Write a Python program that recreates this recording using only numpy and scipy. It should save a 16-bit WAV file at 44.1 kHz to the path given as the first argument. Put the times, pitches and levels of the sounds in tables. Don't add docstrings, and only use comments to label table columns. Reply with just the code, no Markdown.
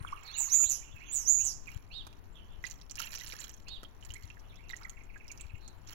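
import sys
import numpy as np
from scipy import signal
from scipy.fft import rfft, irfft, next_fast_len
from scipy.io import wavfile
from scipy.ndimage import uniform_filter1d

SR = 44100
rng = np.random.default_rng(int(sys.argv[2]) if len(sys.argv) > 2 else 0)


def to_wav(sig):
    pcm = np.clip(np.atleast_2d(sig), -1, 1) * 32767
    pcm = np.round(pcm).astype(np.int16)
    wavfile.write(sys.argv[1], SR, pcm.T)


N = 261954
TIME = np.arange(N) / SR


def amp(db):
    return 10 ** (np.asarray(db) / 20)


def unit(x):
    return x / np.sqrt(np.mean(x ** 2) + 1e-20)


def lookup(points, hz):
    table_hz, value = np.transpose(points)
    return np.interp(np.log(hz + 1), np.log(table_hz + 1), value)


def colour(x, points):
    size = next_fast_len(x.shape[-1] + 4096)
    gain = amp(lookup(points, np.fft.rfftfreq(size, 1 / SR)))
    return irfft(rfft(x, size) * gain, size)[..., :x.shape[-1]]


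def add(mix, start_s, sound):
    part = mix[max(round(start_s * SR), 0):][:len(sound)]
    part += sound[:len(part)]


def drift(t, max_hz):
    hz, phase = max_hz * rng.uniform(.2, 1, (12, 1)), rng.random((12, 1))
    return np.sin(2 * np.pi * (hz * t + phase)).sum(0) / np.sqrt(6)


def ring(x, hz, width_hz):
    return signal.lfilter(*signal.iirpeak(hz, hz / width_hz, SR), x)


def burst(decay_s):
    return rng.standard_normal(1024) * np.exp(-TIME[:1024] / decay_s)


def impulses(per_s, spread_db):
    sizes = amp(spread_db * np.minimum(rng.exponential(1, N), 3))
    return sizes * (rng.random(N) < per_s / SR)


def scatter(x, t60_table, delay_s, taps_per_s):
    taps = rng.standard_normal(SR) * (rng.random(SR) < taps_per_s / SR) * (TIME[:SR] > delay_s)
    hz, t, bands = signal.stft(taps, SR, nperseg=256)
    decay = amp(-60 * t / lookup(t60_table, hz)[:, None])
    tail = signal.istft(bands * decay, SR, nperseg=256)[1]
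    return signal.fftconvolve(x, tail / np.linalg.norm(tail))[:N]


# (frequency [Hz], gain [dB])
LEFT_SHADE = [(300, 9.5), (1000, -1.5), (2000, -21), (3000, -25), (4000, -13), (5600, -9), (6400, -36.5),
              (7000, -33), (8000, -8.5), (12000, -12), (16000, -16)]
# (frequency [Hz], T60 [s])
TREE_T60 = [(500, 0.69), (3000, 0.38), (7000, 0.39), (14000, 0.26)]
def garden(x, near_db, far_db, left_far_db, near_t60_s=.023, right_lag_samples=13):
    near = [x + amp(near_db) * scatter(x, [(1000, near_t60_s)], delay_s=.0007, taps_per_s=1500)
            for _ in range(2)]
    far = [amp(far_db) * scatter(x, TREE_T60, delay_s=.013, taps_per_s=3000) for _ in range(2)]
    left = colour(near[0], LEFT_SHADE) + amp(left_far_db) * far[0]
    right = np.pad(near[1] + far[1], (right_lag_samples, 0))[:N]
    return np.array([left, right])


# (frequency [Hz], gain [dB])
HUSH_SPECTRUM = [(100, 20.5), (250, -3), (500, 3.5), (950, 5), (1500, -0.5), (2500, -6.5), (4000, -16.5),
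                 (5500, -18), (7000, -27.5), (8300, -47.5), (10000, -16.5), (15500, -22)]
def hush(level_db=-58, shared=.15, swell_db=1):
    noise = unit(colour(rng.standard_normal((3, N)), HUSH_SPECTRUM))
    left, right, both = noise * amp(level_db + swell_db * drift(TIME, 3.9))
    return np.array([left, right]) + shared * both


# (frequency [Hz], gain [dB])
WIND_SPECTRUM = [(15, 0.5), (25, 1.5), (41, -1), (55, -5), (70, -18), (84, -14.5), (94, -4), (106, -13.5),
                 (135, -19), (165, -18.5), (250, -20.5), (400, -24), (900, -71)]
# (time [s], level [dB])
WIND_LEVELS = [(0, -43.5), (.3, -52.5), (1.4, -45.5), (1.9, -47), (3.2, -48), (4.5, -48), (5.5, -47.5),
               (5.94, -47)]
# (time [s], envelope peak [dB], pitch [Hz])
WIND_BUFFETS = [(0.013, -30, 95), (0.666, -34.5, 49), (0.946, -34, 86), (1.765, -26, 76),
                (2.591, -31.5, 44.9), (4.104, -31.5, 45), (4.245, -30.5, 48), (5.456, -29, 50),
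                (5.543, -29, 84.6)]
def wind(right_db=-14, buffet_sigma_s=.0038):
    turbulence = unit(colour(rng.standard_normal((2, N)), WIND_SPECTRUM))
    left, right = turbulence * amp(np.interp(TIME, *np.transpose(WIND_LEVELS)))
    for centre_s, db, hz in WIND_BUFFETS:
        t = TIME - centre_s
        left += amp(db) * np.exp(-.5 * (t / buffet_sigma_s) ** 2) * np.sin(2 * np.pi * hz * t)
    return np.array([left, amp(right_db) * right])


def thin_whistle(start_s=.0013, length_s=.2, hz=9200, db=-60, fade_db=-14, jitter=.0049):
    out, t = np.zeros(N), np.arange(0, length_s, 1 / SR)
    phase = 2 * np.pi * np.cumsum(hz * (1 + jitter * drift(t, 200))) / SR
    envelope = amp(db + fade_db * t / length_s) * signal.windows.tukey(len(t), .1)
    add(out, start_s, envelope * np.sin(phase))
    return np.array([colour(out, LEFT_SHADE), out])


# (offset [s], length [s], start [Hz], middle [Hz], end [Hz], relative level [dB])
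PHRASE_NOTES = [(0, .053, 2360, 2890, 3340, -48), (0.01, .08, 4050, 4500, 4090, -50),
                (.026, .108, 3150, 3790, 2530, -40.5)]
# (time [s], gain [dB])
PHRASE_STARTS = [(1.899, -1), (3.657, -3)]
def phrase_notes():
    return [(start_s + offset_s, *shape, db + gain_db)
            for start_s, gain_db in PHRASE_STARTS for offset_s, *shape, db in PHRASE_NOTES]


# (time [s], relative level [dB])
TWITTER_CHIPS = [(4.964, -56), (4.997, -58), (5.089, -58), (5.134, -58), (5.196, -55), (5.241, -60),
                 (5.294, -47), (5.39, -52.5), (5.427, -62), (5.49, -56), (5.54, -55.5)]
def twitter_notes(length_s=.0205, first_hz=2358, climb_hz_per_s=433, sweep=.184):
    notes = []
    for start_s, db in TWITTER_CHIPS:
        hz = first_hz + climb_hz_per_s * (start_s - TWITTER_CHIPS[0][0])
        notes.append((start_s, length_s, hz * (1 + sweep), hz, hz * (1 - sweep), db))
    return notes


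# (time [s], length [s], start [Hz], end [Hz], relative level [dB])
SLURS_AND_PLIPS = [(.047, 0.005, 880, 1680, -34.5), (.068, 0.026, 3680, 1936, -44),
                   (.123, .015, 880, 1385, -35), (.154, 0.031, 3220, 2110, -51),
                   (.266, 0.067, 3505, 4510, -49.5), (.328, 0.043, 3240, 4540, -43),
                   (.345, .039, 2940, 2390, -40), (.635, 0.067, 3060, 4290, -49),
                   (.994, .07, 1923, 3166, -53), (1.067, 0.034, 2960, 2220, -53),
                   (1.383, 0.054, 2234, 3100, -48.5), (1.666, 0.028, 2580, 2110, -43.5),
                   (2.343, 0.062, 3304, 2810, -54), (2.476, .1, 3090, 2920, -63.5),
                   (4.15, .022, 1760, 2330, -43.5), (4.8, 0.0292, 968, 1640, -55),
                   (4.845, 0.015, 2370, 1620, -40.5), (5.592, 0.14, 4070, 4000, -66.5)]
# (time [s], length [s], relative level [dB])
CHATTER_BOUTS = [(0.217, .52, -57), (0.785, .34, -60.5), (4.42, .22, -64)]
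def glide_notes(chatter_per_s=30, note_s=.045, low_hz=2193, high_hz=4304, max_sweep=.15, arch=1.03):
    glides = list(SLURS_AND_PLIPS)
    for bout_s, length_s, db in CHATTER_BOUTS:
        for slot_s in np.arange(bout_s, bout_s + length_s, 1 / chatter_per_s):
            late, pitch, slope = rng.random(3)
            hz = low_hz * (high_hz / low_hz) ** pitch
            sweep = max_sweep * (2 * slope - 1)
            glides.append((slot_s + late / chatter_per_s, note_s, hz * (1 - sweep), hz * (1 + sweep), db))
    return [(start_s, length_s, start_hz, arch * (start_hz + end_hz) / 2, end_hz, db)
            for start_s, length_s, start_hz, end_hz, db in glides]


def far_birds_and_plips(octave_db=-30, faint_db=-56, clear_db=-40, jitter=.018):
    clear, blurred = np.zeros((2, N))
    for start_s, length_s, *pitches_hz, db in phrase_notes() + twitter_notes() + glide_notes():
        t = np.arange(0, length_s, 1 / SR)
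        blur = np.clip((clear_db - db) / (clear_db - faint_db), 0, 1)
        hz = np.polyval(np.polyfit([0, .5, 1], pitches_hz, 2), t / length_s)
        waver = jitter * (1 + 2 * blur) * drift(t, 400)
        phase = 2 * np.pi * np.cumsum(hz * (1 + waver)) / SR
        tone = np.sin(phase) + amp(octave_db) * np.sin(2 * phase)
        note = amp(db) * np.sin(np.pi * t / length_s) * tone
        add(clear, start_s, (1 - blur) * note)
        add(blurred, start_s, blur * note)
    return (garden(amp(2) * clear, near_db=-2, far_db=-9, left_far_db=-9)
            + garden(amp(-1) * blurred, near_db=9, far_db=1.5, left_far_db=-20))


def bubble(hz, t60_s, rise_octaves, onset_s):
    t = np.arange(0, max(t60_s, .001), 1 / SR)
    phase = 2 * np.pi * np.cumsum(hz * 2 ** (rise_octaves * t / t60_s)) / SR
    envelope = amp(-60 * t / t60_s) * (1 - np.exp(-t / onset_s)) ** 2
    return np.sin(phase) * envelope / envelope.max()


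def swarm(low_hz, high_hz, per_s, spread_db, ring_cycles, rise_octaves, onset_cycles, pitches):
    out = np.zeros(N)
    for hz in np.geomspace(low_hz, high_hz, pitches):
        births = impulses(per_s / pitches, spread_db)
        t60_s = ring_cycles / hz * rng.uniform(.082, 3.5)
        grain = bubble(hz, t60_s, rise_octaves * rng.uniform(-.45, 1), onset_cycles / hz)
        out += signal.oaconvolve(births, grain / np.linalg.norm(grain) * np.sqrt(hz))[:N]
    return unit(out)


def gurgle(envelope):
    bubbles = swarm(800, 2500, per_s=700, spread_db=2.5, ring_cycles=19, rise_octaves=.18,
                    onset_cycles=2.8, pitches=24)
    return garden(bubbles * envelope * amp(-1.5), near_db=-6.5, far_db=-17.5, left_far_db=3.5)


# (frequency [Hz], gain [dB])
SPRAY_AND_MIC_COLOUR = [(300, -35.5), (500, -13.5), (1000, -11.5), (2000, 1.5), (3200, -0.5), (4800, -3),
                        (6700, 3), (7600, -5.5), (8400, -33.5), (9500, -13), (11000, -9), (15500, -9)]
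def spray(envelope, snap_db=-2, snap_decay_s=.00092):
    fizz = swarm(1200, 15060, per_s=2600, spread_db=10, ring_cycles=46, rise_octaves=.69,
                 onset_cycles=.18, pitches=40)
    landings = impulses(per_s=170, spread_db=5.5)
    snaps = signal.oaconvolve(landings, np.exp(-TIME[:256] / snap_decay_s))[:N] * rng.standard_normal(N)
    drops = unit(colour(fizz + amp(snap_db) * unit(snaps), SPRAY_AND_MIC_COLOUR))
    return garden(drops * envelope * amp(9.5), near_db=-3, far_db=-20, left_far_db=-30)


# (time [s], hold [s], relative spray level [dB], relative gurgle level [dB])
SPLASH_EVENTS = [(-0, 0.17, -72.5, -57), (0.23, 0.34, -69, -53.5), (0.96, 0.3, -75, -59.5),
                 (1.669, 0.075, -66.5, -61.5), (2.658, 0.057, -65, -85.5), (2.995, .02, -49.5, -50.5),
                 (3.132, 0.032, -53.5, -62), (3.239, .2, -56.5, -64), (4.039, 0.24, -70, -65),
                 (4.704, 0.018, -65, -66.5), (4.812, 0.035, -69.5, -54.5), (5.282, 0.23, -77, -70),
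                 (5.893, 0.01, -58, -55.5)]
def splashes(rise_db_per_s=500.5, fall_db_per_s=128, trickle_db=-82):
    power = np.full((2, N), amp(trickle_db) ** 2)
    for start_s, hold_s, spray_db, gurgle_db in SPLASH_EVENTS:
        t = TIME - start_s
        shape_db = -rise_db_per_s * np.maximum(-t, 0) - fall_db_per_s * np.maximum(t - hold_s, 0)
        power += amp([spray_db + shape_db, gurgle_db + shape_db]) ** 2
    spray_envelope, gurgle_envelope = np.sqrt(power)
    return spray(spray_envelope) + gurgle(gurgle_envelope)


# (time [s], relative peak [dB], pitch [Hz])
BUBBLE_DROPS = [(.2773, -43.5, 4170), (0.403, -46, 885), (.4763, -49, 1153), (0.5399, -42.5, 2260),
                (.599, -46.5, 1280), (.6377, -37.5, 2550), (1.6827, -39.5, 2286), (2.6398, -30, 1984),
                (2.6648, -41, 2560), (2.981, -37.5, 2710), (2.9986, -36, 1370), (3.034, -39, 2950),
                (3.0733, -39.5, 2610), (3.2114, -42, 1970), (3.3237, -38.5, 2270), (3.4411, -44, 3240),
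                (3.8485, -44.5, 3200), (4.0257, -47, 2953), (4.1042, -39, 2930), (4.3018, -41, 2620),
                (4.3695, -50.5, 1765), (4.7004, -39, 2050), (4.7106, -42.5, 3660), (4.7329, -34.5, 1880),
                (4.8507, -52, 2000), (5.159, -44, 1666)]
def drop_bubbles():
    out = np.zeros(N)
    for start_s, db, hz in BUBBLE_DROPS:
        plink = bubble(hz, t60_s=.022, rise_octaves=.15, onset_s=.00046 * (1200 / hz) ** 2)
        add(out, start_s, amp(db) * plink)
    return out


def stray_ticks(count=7, from_s=3.85, db=-47, spread_db=2, low_hz=4850, high_hz=7230):
    late, size, pitch = rng.random((count, 3)).T
    start_s = from_s + (TIME[-1] - from_s) * (np.arange(count) + late) / count
    return list(zip(start_s, db + spread_db * (2 * size - 1), low_hz + (high_hz - low_hz) * pitch))


# (time [s], relative peak [dB], centre [Hz])
TICK_DROPS = [(2.6397, -36, 6300), (2.653, -30.5, 4600), (2.667, -28.5, 6700), (2.6991, -35, 6700),
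              (2.7105, -26, 6170), (2.8136, -36.5, 4850), (2.897, -35, 5070), (2.9106, -26.5, 6600),
              (2.9553, -26, 5960), (2.9952, -25, 6440), (3.1205, -29, 4940), (3.157, -26.5, 6100),
              (3.2035, -30, 4150), (3.274, -31, 7000), (3.3223, -30.5, 4500), (3.404, -27, 7100),
              (3.4405, -29.5, 6800), (3.4938, -30.5, 6600), (3.5395, -36.5, 6200), (3.6834, -32.5, 5410),
              (4.0492, -34, 7000), (4.1044, -39.5, 6650), (4.1383, -26.5, 6670), (4.234, -40.5, 4470),
              (4.694, -36, 3770), (4.7651, -32, 6700), (4.832, -39, 5000), (4.8953, -29.5, 6640),
              (5.28, -35, 5300), (5.3158, -30, 6900), (5.375, -37.5, 5900), (5.4097, -31, 7670),
              (5.6779, -37.5, 6500), (5.8736, -37, 6060)]
def drop_ticks(width_hz=1700, splat_db=-5):
    out = np.zeros(N)
    for start_s, db, hz in TICK_DROPS + stray_ticks():
        splat = colour(burst(decay_s=.00069), SPRAY_AND_MIC_COLOUR)
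        tick = ring(ring(burst(decay_s=.0011), hz, width_hz), hz, width_hz)
        add(out, start_s, amp(db) * (tick / abs(tick).max() + amp(splat_db) * splat / abs(splat).max()))
    return out


# (time [s], relative peak [dB])
CLICK_DROPS = [(.638, -32.5), (2.0677, -35.5), (2.128, -41.5), (3.335, -32.5), (3.832, -33), (5.45, -45.5)]
def drop_clicks():
    out = np.zeros(N)
    for start_s, db in CLICK_DROPS:
        click = ring(burst(decay_s=.0013), hz=1300, width_hz=2000)
        add(out, start_s, amp(db) * click / abs(click).max())
    return out


def drips():
    drops = amp(5) * drop_bubbles() + amp(-1.5) * drop_ticks() + amp(-.5) * drop_clicks()
    return garden(drops, near_db=-1.5, far_db=-18.5, left_far_db=-23, near_t60_s=.031)


def syllable(contour, octave_db, flutter_hz=144, swing=.076, sway=.12, sharpness=9.8, rasp_db=-17):
    times_s, *columns = np.transpose(contour)
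    t = np.arange(times_s[0], times_s[-1], 1 / SR)
    hz, level_db, buzz = (np.interp(t, times_s, column) for column in columns)
    flutter = 2 * np.pi * flutter_hz * (t - t[0]) + .11 * drift(t, 60)
    bend = buzz * swing * np.sin(flutter) + buzz ** 2 * sway * np.sin(flutter / 2)
    jitter = .012 * (.23 + buzz) * drift(t, 700)
    phase = 2 * np.pi * np.cumsum(hz * (1 + bend + jitter)) / SR
    pulses = 1 - .72 * buzz + .67 * buzz * unit(np.exp(sharpness * np.cos(flutter)))
    breath = unit(uniform_filter1d(rng.standard_normal(len(t)), size=14))
    fundamental = (pulses + amp(rasp_db) * buzz ** 2 * breath) * np.sin(phase)
    octave = amp(octave_db + 10.8 * buzz) * np.sqrt(pulses) * np.sin(2 * phase)
    envelope = np.sqrt(2) * amp(level_db) * signal.windows.tukey(len(t), .03)
    return times_s[0], envelope * (fundamental + octave)


# (time at top [s], fall [s], top [Hz], end [Hz], relative level [dB], fade [dB], buzz [0-1],
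#          lead-in [s], base octave level [dB])
FALLING_BUZZES = [(.385, .1, 7720, 6380, -20.5, -13.5, 0.7, .075, -21.5),
                  (.697, 0.082, 7440, 5396, -21, -21.5, .97, .0255, -23),
                  (1.132, .108, 8360, 5665, -21, -17.5, 0.71, .078, -24),
                  (1.447, 0.081, 7730, 5064, -22, -14.5, 0.87, .022, -29.5)]
def falling_buzzes(lead_hz=6070, flick_hz=6900, flick_s=.016):
    out = np.zeros(N)
    for top_s, fall_s, top_hz, end_hz, db, fade_db, buzz, lead_s, octave_db in FALLING_BUZZES:
        contour = [(top_s - lead_s, lead_hz, db - 39.5, .1),
                   (top_s - flick_s, flick_hz, db - 14, .1),
                   (top_s, top_hz, db + 1, buzz),
                   (top_s + .26 * fall_s, top_hz + .45 * (end_hz - top_hz), db, buzz),
                   (top_s + fall_s, end_hz, db + fade_db, buzz)]
        add(out, *syllable(contour, octave_db))
    return out


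# (time [s], length [s], pitch [Hz], relative level [dB], fade [dB], sag [Hz],
#            base octave level [dB])
ARCHED_WHISTLES = [(0.493, .173, 7043, -14.5, -1, -1.5, -22.5), (1.248, .192, 7043, -14, -8, 352.5, -28)]
def arched_whistles(scoop_s=.055, release_s=.023, buzz=.48):
    out = np.zeros(N)
    for start_s, length_s, hz, db, fade_db, sag_hz, octave_db in ARCHED_WHISTLES:
        top_s, hold_end_s = start_s + scoop_s, start_s + length_s - release_s
        contour = [(start_s, .755 * hz, db - 25.5, .1),
                   (start_s + .66 * scoop_s, .93 * hz, db - 2.5, buzz),
                   (top_s, hz, db, buzz),
                   ((top_s + hold_end_s) / 2, hz - sag_hz / 2, db + fade_db / 2 - 3, buzz),
                   (hold_end_s, hz - sag_hz, db + fade_db, buzz),
                   (start_s + length_s, .92 * (hz - sag_hz), db + fade_db - 17.5, buzz)]
        add(out, *syllable(contour, octave_db))
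    return out


# (frequency [Hz], gain [dB])
CALL_AND_MIC_COLOUR = [(4000, -5.5), (5500, -6.5), (6900, -3.5), (7700, -9.5), (8600, -14), (9500, -9),
                       (11000, 4.5), (14000, -11.5), (16000, -11.5)]
def near_bird():
    song = amp(1) * colour(falling_buzzes() + arched_whistles(), CALL_AND_MIC_COLOUR)
    return garden(song, near_db=-5, far_db=-11.5, left_far_db=-21.5, near_t60_s=.12)


def scene():
    return near_bird() + thin_whistle() + drips() + splashes() + wind() + hush() + far_birds_and_plips()


def record(dry, cutoff_hz=16000):
    lowpass = signal.firwin(511, cutoff_hz, window=("kaiser", 9), fs=SR)
    return signal.oaconvolve(dry, lowpass[None], "same")


dry = scene()
out = record(dry)
to_wav(out)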